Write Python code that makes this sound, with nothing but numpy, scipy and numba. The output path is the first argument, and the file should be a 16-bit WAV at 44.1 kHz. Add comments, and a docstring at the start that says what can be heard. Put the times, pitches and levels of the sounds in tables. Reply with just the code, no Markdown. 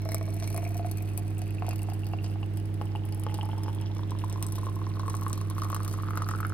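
"""A stream of hot water gurgles, plops and ticks into a tall ceramic mug, over a steady motor hum.
The water traps bubbles, each a short dying tone; they ring the air column above the water,
and its pitch climbs as the mug fills. Droplets add noisy ticks and splats on glaze and water.
A phone hears it from close by in a small kitchen, with short echoes, appliance and mains hum,
and soft air noise."""
import sys
import numpy as np
from scipy import signal
from scipy.fft import rfft, irfft
from scipy.io import wavfile
from numba import njit

SR = 44100
rng = np.random.default_rng(int(sys.argv[2]) if len(sys.argv) > 2 else 0)


def wav_record(signal):
    """Record a signal, one row per channel, as 16-bit PCM in the file named by sys.argv[1]."""
    frames = np.transpose(np.atleast_2d(signal))
    bounded = np.clip(frames, -1, 1)
    # unit amplitude maps onto the largest positive 16-bit level
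    quanta = np.round(bounded * 32767).astype(np.int16)
    wavfile.write(sys.argv[1], SR, quanta)


N = 287973


def undb(db):
    """Turn decibels into a gain."""
    return 10 ** (np.asarray(db) / 20)


def unit(x):
    """Scale a sound to an rms (average strength) of 1."""
    return x / np.sqrt(np.mean(x ** 2))


def curves(table):
    """Draw each column of a timed table as a line, sample by sample."""
    s, *columns = np.transpose(table)
    return [np.interp(np.arange(N) / SR, s, column) for column in columns]


def pan(db):
    """Left and right gains for a level difference, left minus right."""
    return undb(np.array([[db], [-db]]) / 2)


def add(out, s, sound):
    """Mix a short sound in at time s, in seconds."""
    i = min(max(int(s * SR), 0), N)
    out[..., i:i + sound.shape[-1]] += sound[..., :N - i]


def convolve(x, response):
    """Filter one or two channels with a response."""
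    return signal.fftconvolve(np.atleast_2d(x), np.atleast_2d(response), axes=1)[:, :N]


def high_pass(x, order, hz):
    """Take away what lies below a pitch."""
    return signal.sosfilt(signal.butter(order, hz, "high", fs=SR, output="sos"), x)


def colour(x, points, size=1024):
    """Shape the spectrum through (pitch_hz, level_db) points, by a filter of unit energy."""
    hz, db = np.transpose(points)
    grid = np.maximum(np.arange(size // 2 + 1) * SR / size, 1)
    level_db = np.interp(np.log(grid), np.log(hz), db)
    # folding the cepstrum makes the filter respond only after its input
    cepstrum = irfft(np.log(undb(level_db)))
    cepstrum[1:size // 2] *= 2
    cepstrum[size // 2 + 1:] = 0
    response = irfft(np.exp(rfft(cepstrum)))
    return convolve(x, response / np.linalg.norm(response))


def walk(rate):
    """Wander at random between normal draws, with this many new draws per second."""
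    knots = rng.standard_normal(N // 100)
    return np.interp(np.arange(N) / SR * rate, np.arange(len(knots)), knots)


def fade(t60, size):
    """Die away by 60 dB in t60 seconds."""
    return np.exp(-np.log(1000) * np.arange(size) / SR / t60)


def burst(t60, size=2048):
    """Dying noise with unit energy in each of two channels."""
    x = rng.standard_normal((2, size)) * fade(t60, size)
    return x / np.linalg.norm(x, axis=1, keepdims=True)


@njit
def resonate(x, hz, width):
    """Band-pass with a moving centre and width, both in Hz; gain 1 at the centre."""
    y, band, low = np.empty(len(x)), 0., 0.
    for i in range(len(x)):
        g, k = np.tan(np.pi * hz[i] / SR), width[i] / hz[i]
        v = (band + g * (x[i] - low)) / (1 + g * (g + k))
        band, low, y[i] = 2 * v - band, low + 2 * g * v, k * v
    return y


def bubble(hz, cycles, rise=0.066, size=2048):
    """A sine that dies within some cycles, its pitch rising as the bubble nears the surface."""
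    age = np.arange(size) * hz / SR  # in cycles
    phase = age * (1 + rise * np.minimum(age / cycles, 1))
    return np.sin(2 * np.pi * phase) * fade(cycles / hz, size)


def patter(spread_db, count):
    """Random impacts of rms 1: many weak ones, a few strong."""
    when, size, sign = rng.random((count, 3)).T
    out = np.zeros(N)
    strength = undb(-spread_db * np.log(size + .015))
    np.add.at(out, (when * N).astype(int), np.sign(sign - .5) * strength)
    return unit(out)


# Air noise of the kitchen, shape of its spectrum: pitch_hz, level_db (relative, per Hz)
AIR_COLOUR = [(20, -9), (45, -6.5), (80, 4.5), (120, 9), (215, -5), (340, 2), (480, -9.5), (700, -9.5),
              (1000, -17.5), (2000, -20.5), (4000, -29.5), (7000, -39), (15000, -41.5)]


def air():
    """Steady room noise, alike left and right in the bass and louder on the right."""
    mid, side = colour(rng.standard_normal((2, N)), AIR_COLOUR, size=8192)
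    side = high_pass(side, 1, 650)
    return undb(-46.5) * (mid + side * np.array([[1], [-1]])) * pan(-6.0)


# Steady tones of motor and mains: pitch_hz, level_db (rms, before wavering and panning)
HUM_TONES = [(50, -47), (100, -31.5), (120, -64), (150, -65.5), (160.1, -46.5), (200, -48.5), (250, -58.5),
             (300, -55), (320.2, -47.5), (350, -69), (400, -55.5), (450, -66.5), (500, -60), (550, -74),
             (640.4, -69.5)]
# Standing waves in the room place each tone: left_minus_right_db, left_lead_rad
HUM_PLACES = [(-1.5, -.13), (-3.2, -.43), (-3, -.5), (-3, -.7), (-2.4, -.84), (-5.9, -1.18), (-2.7, -.49),
              (-4.2, -.23), (-3.4, -.42), (-3, -.6), (-2.5, -.93), (-3, -.9), (-7, -2.4), (-3, -.9),
              (-3, -.9)]


def hum():
    """Mains and motor hum as a stack of sines; the upper ones waver more."""
    t, out = np.arange(N) / SR, 0
    for (hz, db), (pan_db, lead) in zip(HUM_TONES, HUM_PLACES):
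        phase = 2 * np.pi * (hz * t + rng.random()) + 0.00007 * hz * walk(2.4)
        ports = np.array([[lead], [-lead]]) / 2
        level = np.sqrt(2) * undb(db + 0.00058 * hz * walk(1.5))  # root 2 turns rms into peak
        out = out + level * pan(pan_db) * np.sin(phase + ports)
    return out


def kitchen(x):
    """Early reflections from worktop and kettle, then a short dull tail, stronger on the right."""
    early = undb(-7.5) * burst(0.018, size=16384)
    tail = undb(-9.0) * burst(0.15, size=16384)
    lag = int(.004 * SR)  # 4 ms before the first reflection
    wet = convolve(x, np.pad(early + tail, ((0, 0), (lag, 0))))
    return signal.sosfilt(signal.butter(2, 6500, fs=SR, output="sos"), wet) * pan(-2.5)


def microphones(x):
    """Sound reaches the left port first; treble scattered by the rim arrives in opposite phase."""
    direct = np.array([x, np.roll(x, 3)])  # right port 3 samples later
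    treble = high_pass(x, 2, 2600)
    # noise with every pitch made equally strong, then faded
    spectrum = rfft(burst(0.018)[0])
    scatter = irfft(spectrum / np.abs(spectrum)) * fade(0.11, size=2048)
    return direct * pan(0.32) + undb(-10.5) * convolve(treble, scatter) * np.array([[1], [-1]])


def surface_echo(x, column_hz, share=0.15):
    """Ticks bounce once, upside down, between rim and water; the echo comes sooner as the mug fills."""
    n = np.arange(N)
    lag = SR / (2 * column_hz + 250)  # in samples
    return x - share * np.array([np.interp(n - lag, n, channel) for channel in x])


def tick(hz):
    """A sharp crack, a tiny bubble's ping and a rattle of reflections between the mug's walls."""
    ping = bubble(hz, cycles=210)
    return burst(0.00046) + undb(-7.0) * ping / np.linalg.norm(ping) + undb(1) * burst(0.03)


# The sharpest droplets: start_s, tick_level_db, splat_level_db (both before the gains below),
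# ping_hz (start pitch)
DROPLETS = [(0.0517, -35, -58, 11400), (0.0897, -31.5, -47, 11500), (0.1186, -22, -47, 10300),
            (0.1456, -16, -45.5, 11900), (0.343, -30.5, -76, 10000), (0.367, -38, -58, 13500),
            (0.4, -31.5, -50.5, 10100), (0.425, -43, -45.5, 8500), (0.4412, -37, -45.5, 8650),
            (0.4756, -25, -49, 9500), (0.502, -30, -54, 11300), (0.545, -25.5, -67, 10300),
            (0.5638, -29, -49, 10200), (0.576, -23.5, -52.5, 10200), (0.69, -32, -71, 13500),
            (0.863, -35, -56, 11000), (0.9134, -20.5, -52, 11700), (0.9724, -31, -57, 13000),
            (1.0242, -29, -63, 12100), (1.1765, -19, -50, 10100), (1.192, -39, -60, 11000),
            (1.382, -29.5, -72, 8260), (1.418, -35, -50, 10300), (1.507, -35, -61, 11600),
            (1.666, -40, -48.5, 9330), (1.6904, -28, -48, 13000), (1.7092, -36, -46, 9900),
            (1.733, -39, -59, 11000), (1.8313, -31.5, -76, 9500), (1.9, -38, -53, 11900),
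            (2.0677, -33, -53, 11700), (2.2433, -38.5, -44.5, 8100), (2.263, -52, -52, 9000),
            (2.5726, -33, -51, 11700), (3.053, -34.5, -67, 9900), (3.124, -38, -50, 10900),
            (3.1468, -31, -61, 10000), (3.197, -27, -77, 11800), (3.3426, -26, -42, 8260),
            (3.431, -39, -60, 10500), (3.454, -40, -59, 11100), (3.6342, -31.5, -50, 9400),
            (3.749, -36.5, -65, 9900), (3.813, -36.5, -51.5, 10300), (3.983, -47, -59, 8850),
            (4.1075, -34, -51, 8650), (4.188, -37.5, -52, 10000), (4.245, -35, -55, 9400),
            (4.3266, -32.5, -48.5, 8600), (4.4263, -18.5, -40.5, 8550), (4.4661, -23.5, -56, 8160),
            (4.523, -24.5, -52, 9800), (4.5555, -30, -49, 12100), (4.996, -39, -47.5, 10100),
            (5.08, -33, -54, 9300), (5.0988, -28, -44.5, 10100), (5.168, -32, -52, 9300),
            (5.2816, -29, -59, 11300), (5.298, -30, -53, 7800), (5.33, -23, -41.5, 8800),
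            (5.377, -32, -51, 12000), (5.413, -34, -51, 10000), (5.5, -26, -52, 10800),
            (5.619, -34, -47, 11000), (5.635, -34, -48, 11000), (5.7004, -29.5, -50, 11400),
            (5.7458, -19, -44, 11100), (5.764, -30, -47, 8120), (5.8789, -31, -48, 11300),
            (5.913, -40, -49, 9600), (5.9395, -35, -52.5, 10600), (6.107, -37, -61, 10900),
            (6.156, -35, -65, 10200), (6.174, -25.5, -46, 11300), (6.222, -31, -49, 10400),
            (6.2878, -28, -44, 11600), (6.3097, -31.5, -45.5, 8300), (6.387, -40, -61, 11100),
            (6.4057, -27.5, -63, 11500), (6.468, -32, -63, 10800), (6.496, -36, -56, 10500)]
# Tone colour of the ticks: pitch_hz, level_db (relative)
TICK_COLOUR = [(3000, -31), (4600, -14.5), (5700, -13.5), (7100, -14), (8100, -2.5), (8800, -3),
               (9500, -2.5), (11300, -3), (13500, -2.5), (15200, -12), (16500, -5)]
# Tone colour of the splats: pitch_hz, level_db (relative)
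SPLAT_COLOUR = [(400, 11), (1000, 8), (1600, 1), (2300, -3), (3400, -0.5), (4400, -1), (5700, 0.5),
                (7000, -0.5), (8500, -9.5), (11000, -5), (15000, -70)]
TICK_GAIN_DB, SPLAT_GAIN_DB = 8, 23
TICK_PAN_DB, TICK_PAN_DB_PER_S = 17, -1.4  # left minus right; moves toward the middle as the water rises


def droplets(splash_db, spray_db):
    """Each droplet gives a bright tick and a duller splat, over fine spray and the stream's rush."""
    ticks, splats = np.zeros((2, N)), np.zeros(N)
    for s, tick_db, splat_db, ping_hz in DROPLETS:
        sides = pan(TICK_PAN_DB + TICK_PAN_DB_PER_S * s)
        pop = bubble(ping_hz, cycles=10.7)
        crack = tick(ping_hz) + undb(-3.0) * pop / np.linalg.norm(pop)
        add(ticks, s, undb(tick_db + TICK_GAIN_DB) * sides / np.linalg.norm(sides) * crack)
        splat = burst(0.0069)[0] + undb(-2.0) * burst(0.084)[0]
        add(splats, s, undb(splat_db + SPLAT_GAIN_DB) * splat)
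    # spray comes in clumps of several drop sizes, each with its own ping and reflections
    clumps = undb(spray_db + 2.64 * walk(13))
    for hz in np.geomspace(8200, 14500, 9):
        impacts = clumps * patter(spread_db=6.0, count=190)
        ticks += undb(-10.0) * pan(12.4) * convolve(impacts, tick(hz))
        splats += undb(-9.0) * convolve(impacts, burst(0.017)[0])[0]
    rush = patter(spread_db=5.2, count=1200)
    rush_level = undb(splash_db - 9.5 + 3.1 * walk(13))
    return colour(ticks, TICK_COLOUR), colour(splats + rush_level * rush, SPLAT_COLOUR)[0]


def small_bubbles(centre_hz, octaves, cycles, spread_db, count):
    """A swarm of bubbles of rms 1, their pitches scattered round a moving centre."""
    out = np.zeros(N)
    for when, size, a, b in rng.random((count, 4)):
        hz = centre_hz[int(when * N)] * 2 ** (octaves * (a - b))
        strength = undb(-spread_db * np.log(size + 0.19))
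        add(out, when * N / SR, strength * bubble(hz, cycles))
    return unit(out)


# Small bright plips, mostly 2 to 3 kHz, well above the large bubbles: start_s,
# level_db (before the cut below), pitch_hz (each starts 3 % lower and rises)
BRIGHT_PLIPS = [(0.1191, -35.5, 2120), (0.166, -43, 2200), (0.4778, -42, 2300), (0.5764, -39, 2280),
                (0.6509, -39, 2300), (0.6656, -41, 2330), (0.983, -45, 2410), (1.007, -43, 2360),
                (1.5838, -40.5, 2570), (1.71, -40, 2600), (1.7924, -44, 2590), (2.0344, -41, 2800),
                (2.1335, -40, 2650), (2.187, -39, 2680), (2.431, -37, 2880), (2.959, -34.5, 2800),
                (3.297, -37, 2040), (3.4118, -30, 2970), (3.5143, -41, 3120), (4.2187, -37, 2790),
                (6.2198, -27, 1970)]


def plips():
    """Now and then a small, bright bubble rings and stands out."""
    out = np.zeros(N)
    for s, db, hz in BRIGHT_PLIPS:
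        add(out, s, undb(db - 3.5) * bubble(hz * 0.97, cycles=17.2, rise=0.063))
    return out


# The loudest large bubbles: start_s, ring_level_db, thump_level_db (of the collapsing crater),
# both before the gains below
LARGE_BUBBLES = [(0.056, -31, -45), (0.089, -29, -60), (0.119, -31, -46), (0.145, -33, -35.5),
                 (0.212, -35, -40.5), (0.28, -39, -46), (0.424, -51, -52), (0.441, -43, -51),
                 (0.506, -33.5, -56), (0.545, -26, -52), (0.563, -36, -45), (0.58, -30.5, -40),
                 (0.629, -30.5, -59), (0.664, -40, -48), (0.756, -33.5, -60), (0.795, -28, -54),
                 (0.847, -26, -50), (1.183, -37, -72), (1.419, -36, -57), (1.623, -22.5, -42),
                 (1.646, -35, -46), (1.683, -24.5, -55), (1.708, -39, -53), (1.731, -28, -52),
                 (1.887, -28.5, -53), (1.921, -32, -53), (2.136, -29.5, -39), (2.358, -38, -50),
                 (2.429, -39, -44), (2.814, -33, -34), (2.952, -25.5, -50), (3.266, -36, -32.5),
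                 (3.296, -39, -50), (3.323, -38, -50), (3.388, -30, -42), (3.431, -28.5, -51),
                 (3.462, -47, -46), (3.49, -29, -60), (3.532, -28.5, -49), (3.661, -34, -47),
                 (3.682, -30, -40), (3.696, -37, -45), (3.966, -42, -48), (3.993, -34, -48),
                 (4.032, -36, -49), (4.119, -35, -41.5), (4.151, -48, -45), (4.239, -25.5, -54),
                 (4.359, -36.5, -46), (4.38, -38, -54), (4.416, -57, -46), (4.459, -36, -57),
                 (4.582, -37, -43), (4.632, -32.5, -54), (4.668, -34, -38.5), (4.686, -32.5, -58),
                 (4.765, -31, -56), (4.816, -29, -61), (4.868, -34, -54), (4.97, -37, -50),
                 (4.996, -26.5, -46), (5.033, -37, -42.5), (5.062, -36, -52), (5.081, -26.5, -37.5),
                 (5.101, -33, -51), (5.142, -25, -40), (5.22, -28.5, -60), (5.265, -24.5, -40),
                 (5.279, -38, -48), (5.305, -33, -49), (5.377, -35, -52), (5.414, -37, -47),
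                 (5.5, -34, -54), (5.511, -32, -52), (5.566, -35, -54), (5.582, -25, -40),
                 (5.62, -21.5, -49), (5.636, -28, -57), (5.652, -29, -58), (5.665, -30.5, -56),
                 (5.702, -25, -57), (5.729, -25.5, -35), (5.746, -26, -58), (5.764, -22, -61),
                 (5.804, -27, -48), (5.852, -38, -59), (5.863, -30.5, -59), (5.879, -32.5, -52),
                 (5.94, -27, -46), (5.987, -34, -47), (6.001, -36, -44), (6.034, -26.5, -54),
                 (6.054, -37, -56), (6.07, -35, -57), (6.086, -25, -48), (6.107, -25, -48),
                 (6.134, -28, -55), (6.157, -37, -59), (6.174, -20, -33), (6.206, -39, -44),
                 (6.22, -21.5, -62), (6.236, -33, -45), (6.266, -29, -50), (6.289, -22, -50),
                 (6.313, -23.5, -43), (6.337, -25, -44), (6.35, -25, -43), (6.368, -34, -54),
                 (6.388, -29, -59), (6.403, -23.5, -71), (6.43, -24, -58), (6.449, -19, -58),
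                 (6.501, -29.5, -56), (6.522, -27, -51)]
BUBBLE_RATIO, BUBBLE_SCATTER = 0.97, 0.089  # start pitch over the column's first mode; spread as a share
THUMP_HZ, SLAP_HZ = 543, 1087  # two tones of a collapsing crater, before scatter
RISE, RISE_PER_S = 0.022, 0.011  # upward chirp, growing as the mug fills


def large_bubbles(column_hz):
    """A crater shuts with a slap and low thump, pinching off a bubble near the column's pitch."""
    out = np.zeros(N)
    chances = rng.uniform(-1, 1, (len(LARGE_BUBBLES), 5))
    for (s, db, thump_db), chance in zip(LARGE_BUBBLES, chances):
        hz = column_hz[int(s * SR)] * BUBBLE_RATIO * (1 + BUBBLE_SCATTER * chance[2])
        ring = bubble(hz, cycles=9.3 * (1 + 0.42 * chance[4]), rise=RISE + RISE_PER_S * s)
        # just under the surface a bubble radiates little below its own pitch
        add(out, s, undb(db + 0.5) * high_pass(ring, 2, 0.6 * hz))
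        # a smaller, higher companion breaks off with it
        companion = bubble(hz * (1.276 + 0.22 * chance[1]), cycles=7.6, rise=0.11)
        add(out, s + 0.00081 * (1 + chance[0]), undb(db - 6.5) * companion)
        # the crater's thump, slap and sharp crack
        thump = bubble(THUMP_HZ * (1 + 0.12 * chance[0]), cycles=7.1)
        slap = bubble(SLAP_HZ * (1 + 0.046 * chance[3]), cycles=14.0)
        add(out, s, undb(thump_db + 9.0) * thump)
        add(out, s, undb(thump_db + 10.0) * slap)
        add(out, s, undb(thump_db + 12.0) * bubble(3300, cycles=0.9))
    return out


# First mode of the air column, climbing as the mug fills: time_s, pitch_hz
COLUMN_CLIMB = [(0, 641), (0.55, 680), (0.85, 704), (1.7, 746), (2.15, 777), (2.9, 826), (3.35, 860),
                (3.7, 883), (4.25, 1010), (5.1, 1098), (5.95, 1163), (6.53, 1340)]
# Modes of the column: start_hz, climb_power (of the first mode's climb), start_width_hz,
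# gain_db (at the start, relative), gain_change_db_per_s
MODES = [(641, 1.0, 29.2, 9.5, -0.63), (2203, 1.18, 198, 13, -1.7), (4180, 0.64, 330, 10, -1.2),
         (5330, 1.1, 290, 15, -8.5)]


def column_pitches():
    """All modes climb as the air column shortens, each by its own power of the first mode's climb."""
    first_hz, = curves(COLUMN_CLIMB)
    climb = first_hz / first_hz[0]
    return [start_hz * climb ** power for start_hz, power, *_ in MODES]


def mug(water):
    """The air column rings with the water's noises; its modes climb, widen and fade as it shortens."""
    t, pitches = np.arange(N) / SR, column_pitches()
    # a shallower column leaks more sound, so its modes widen
    leak = (pitches[0] / pitches[0][0]) ** 2.69
    out = 0
    for hz, (_, _, width, db, db_per_s) in zip(pitches, MODES):
        out = out + undb(db + db_per_s * t) * resonate(water, hz, width * leak)
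    return out


# The stream breaking on the surface: time_s, spray_level_db, splash_level_db, gurgle_level_db
# (all before each layer's own gain)
STREAM = [(0.0, -63, -66, -51.5), (0.73, -62, -63, -48.5), (1.0, -65, -63, -51.5), (1.51, -64, -65, -56.5),
          (1.82, -64.5, -60.5, -51.5), (2.47, -73, -69, -58), (2.95, -69.5, -67, -51.5),
          (3.27, -65, -60.5, -50.5), (3.51, -67.5, -61, -44.5), (3.91, -71.5, -58.5, -47.5),
          (4.53, -64, -61.5, -53), (4.95, -69.5, -58.5, -46.5), (5.2, -64, -69, -43),
          (5.38, -67, -62, -52.5), (6.02, -61, -60.5, -44), (6.24, -61.5, -57, -37.5),
          (6.53, -67.5, -75, -48)]


def scene():
    """Bubbles and droplets inside the mug, the kitchen round it."""
    spray_db, splash_db, gurgle_db = curves(STREAM)
    column_hz, *_ = column_pitches()
    ticks, splats = droplets(splash_db, spray_db)
    gurgle = small_bubbles(1.13 * column_hz, octaves=.7, cycles=10, spread_db=4, count=900)
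    plops = small_bubbles(1.06 * column_hz, octaves=.3, cycles=9, spread_db=2.5, count=150)
    fizz = small_bubbles(np.full(N, 2800), octaves=1.1, cycles=11, spread_db=8, count=650)
    swarm = undb(gurgle_db - 15.0) * (gurgle + plops) + undb(splash_db - 6.0) * fizz
    water = undb(-4.0) * large_bubbles(column_hz) + plips() + swarm + splats
    in_mug = undb(0.5) * water + undb(1.5) * mug(water)
    near = microphones(in_mug) + surface_echo(ticks, column_hz)
    return near + kitchen(near.mean(axis=0)) + hum() + air()


def record(dry):
    """The phone cuts the top, steeply above 15900 Hz."""
    return signal.sosfilt(signal.ellip(8, .2, 70, 15900, fs=SR, output="sos"), dry)


dry = scene()
out = record(dry)
wav_record(out)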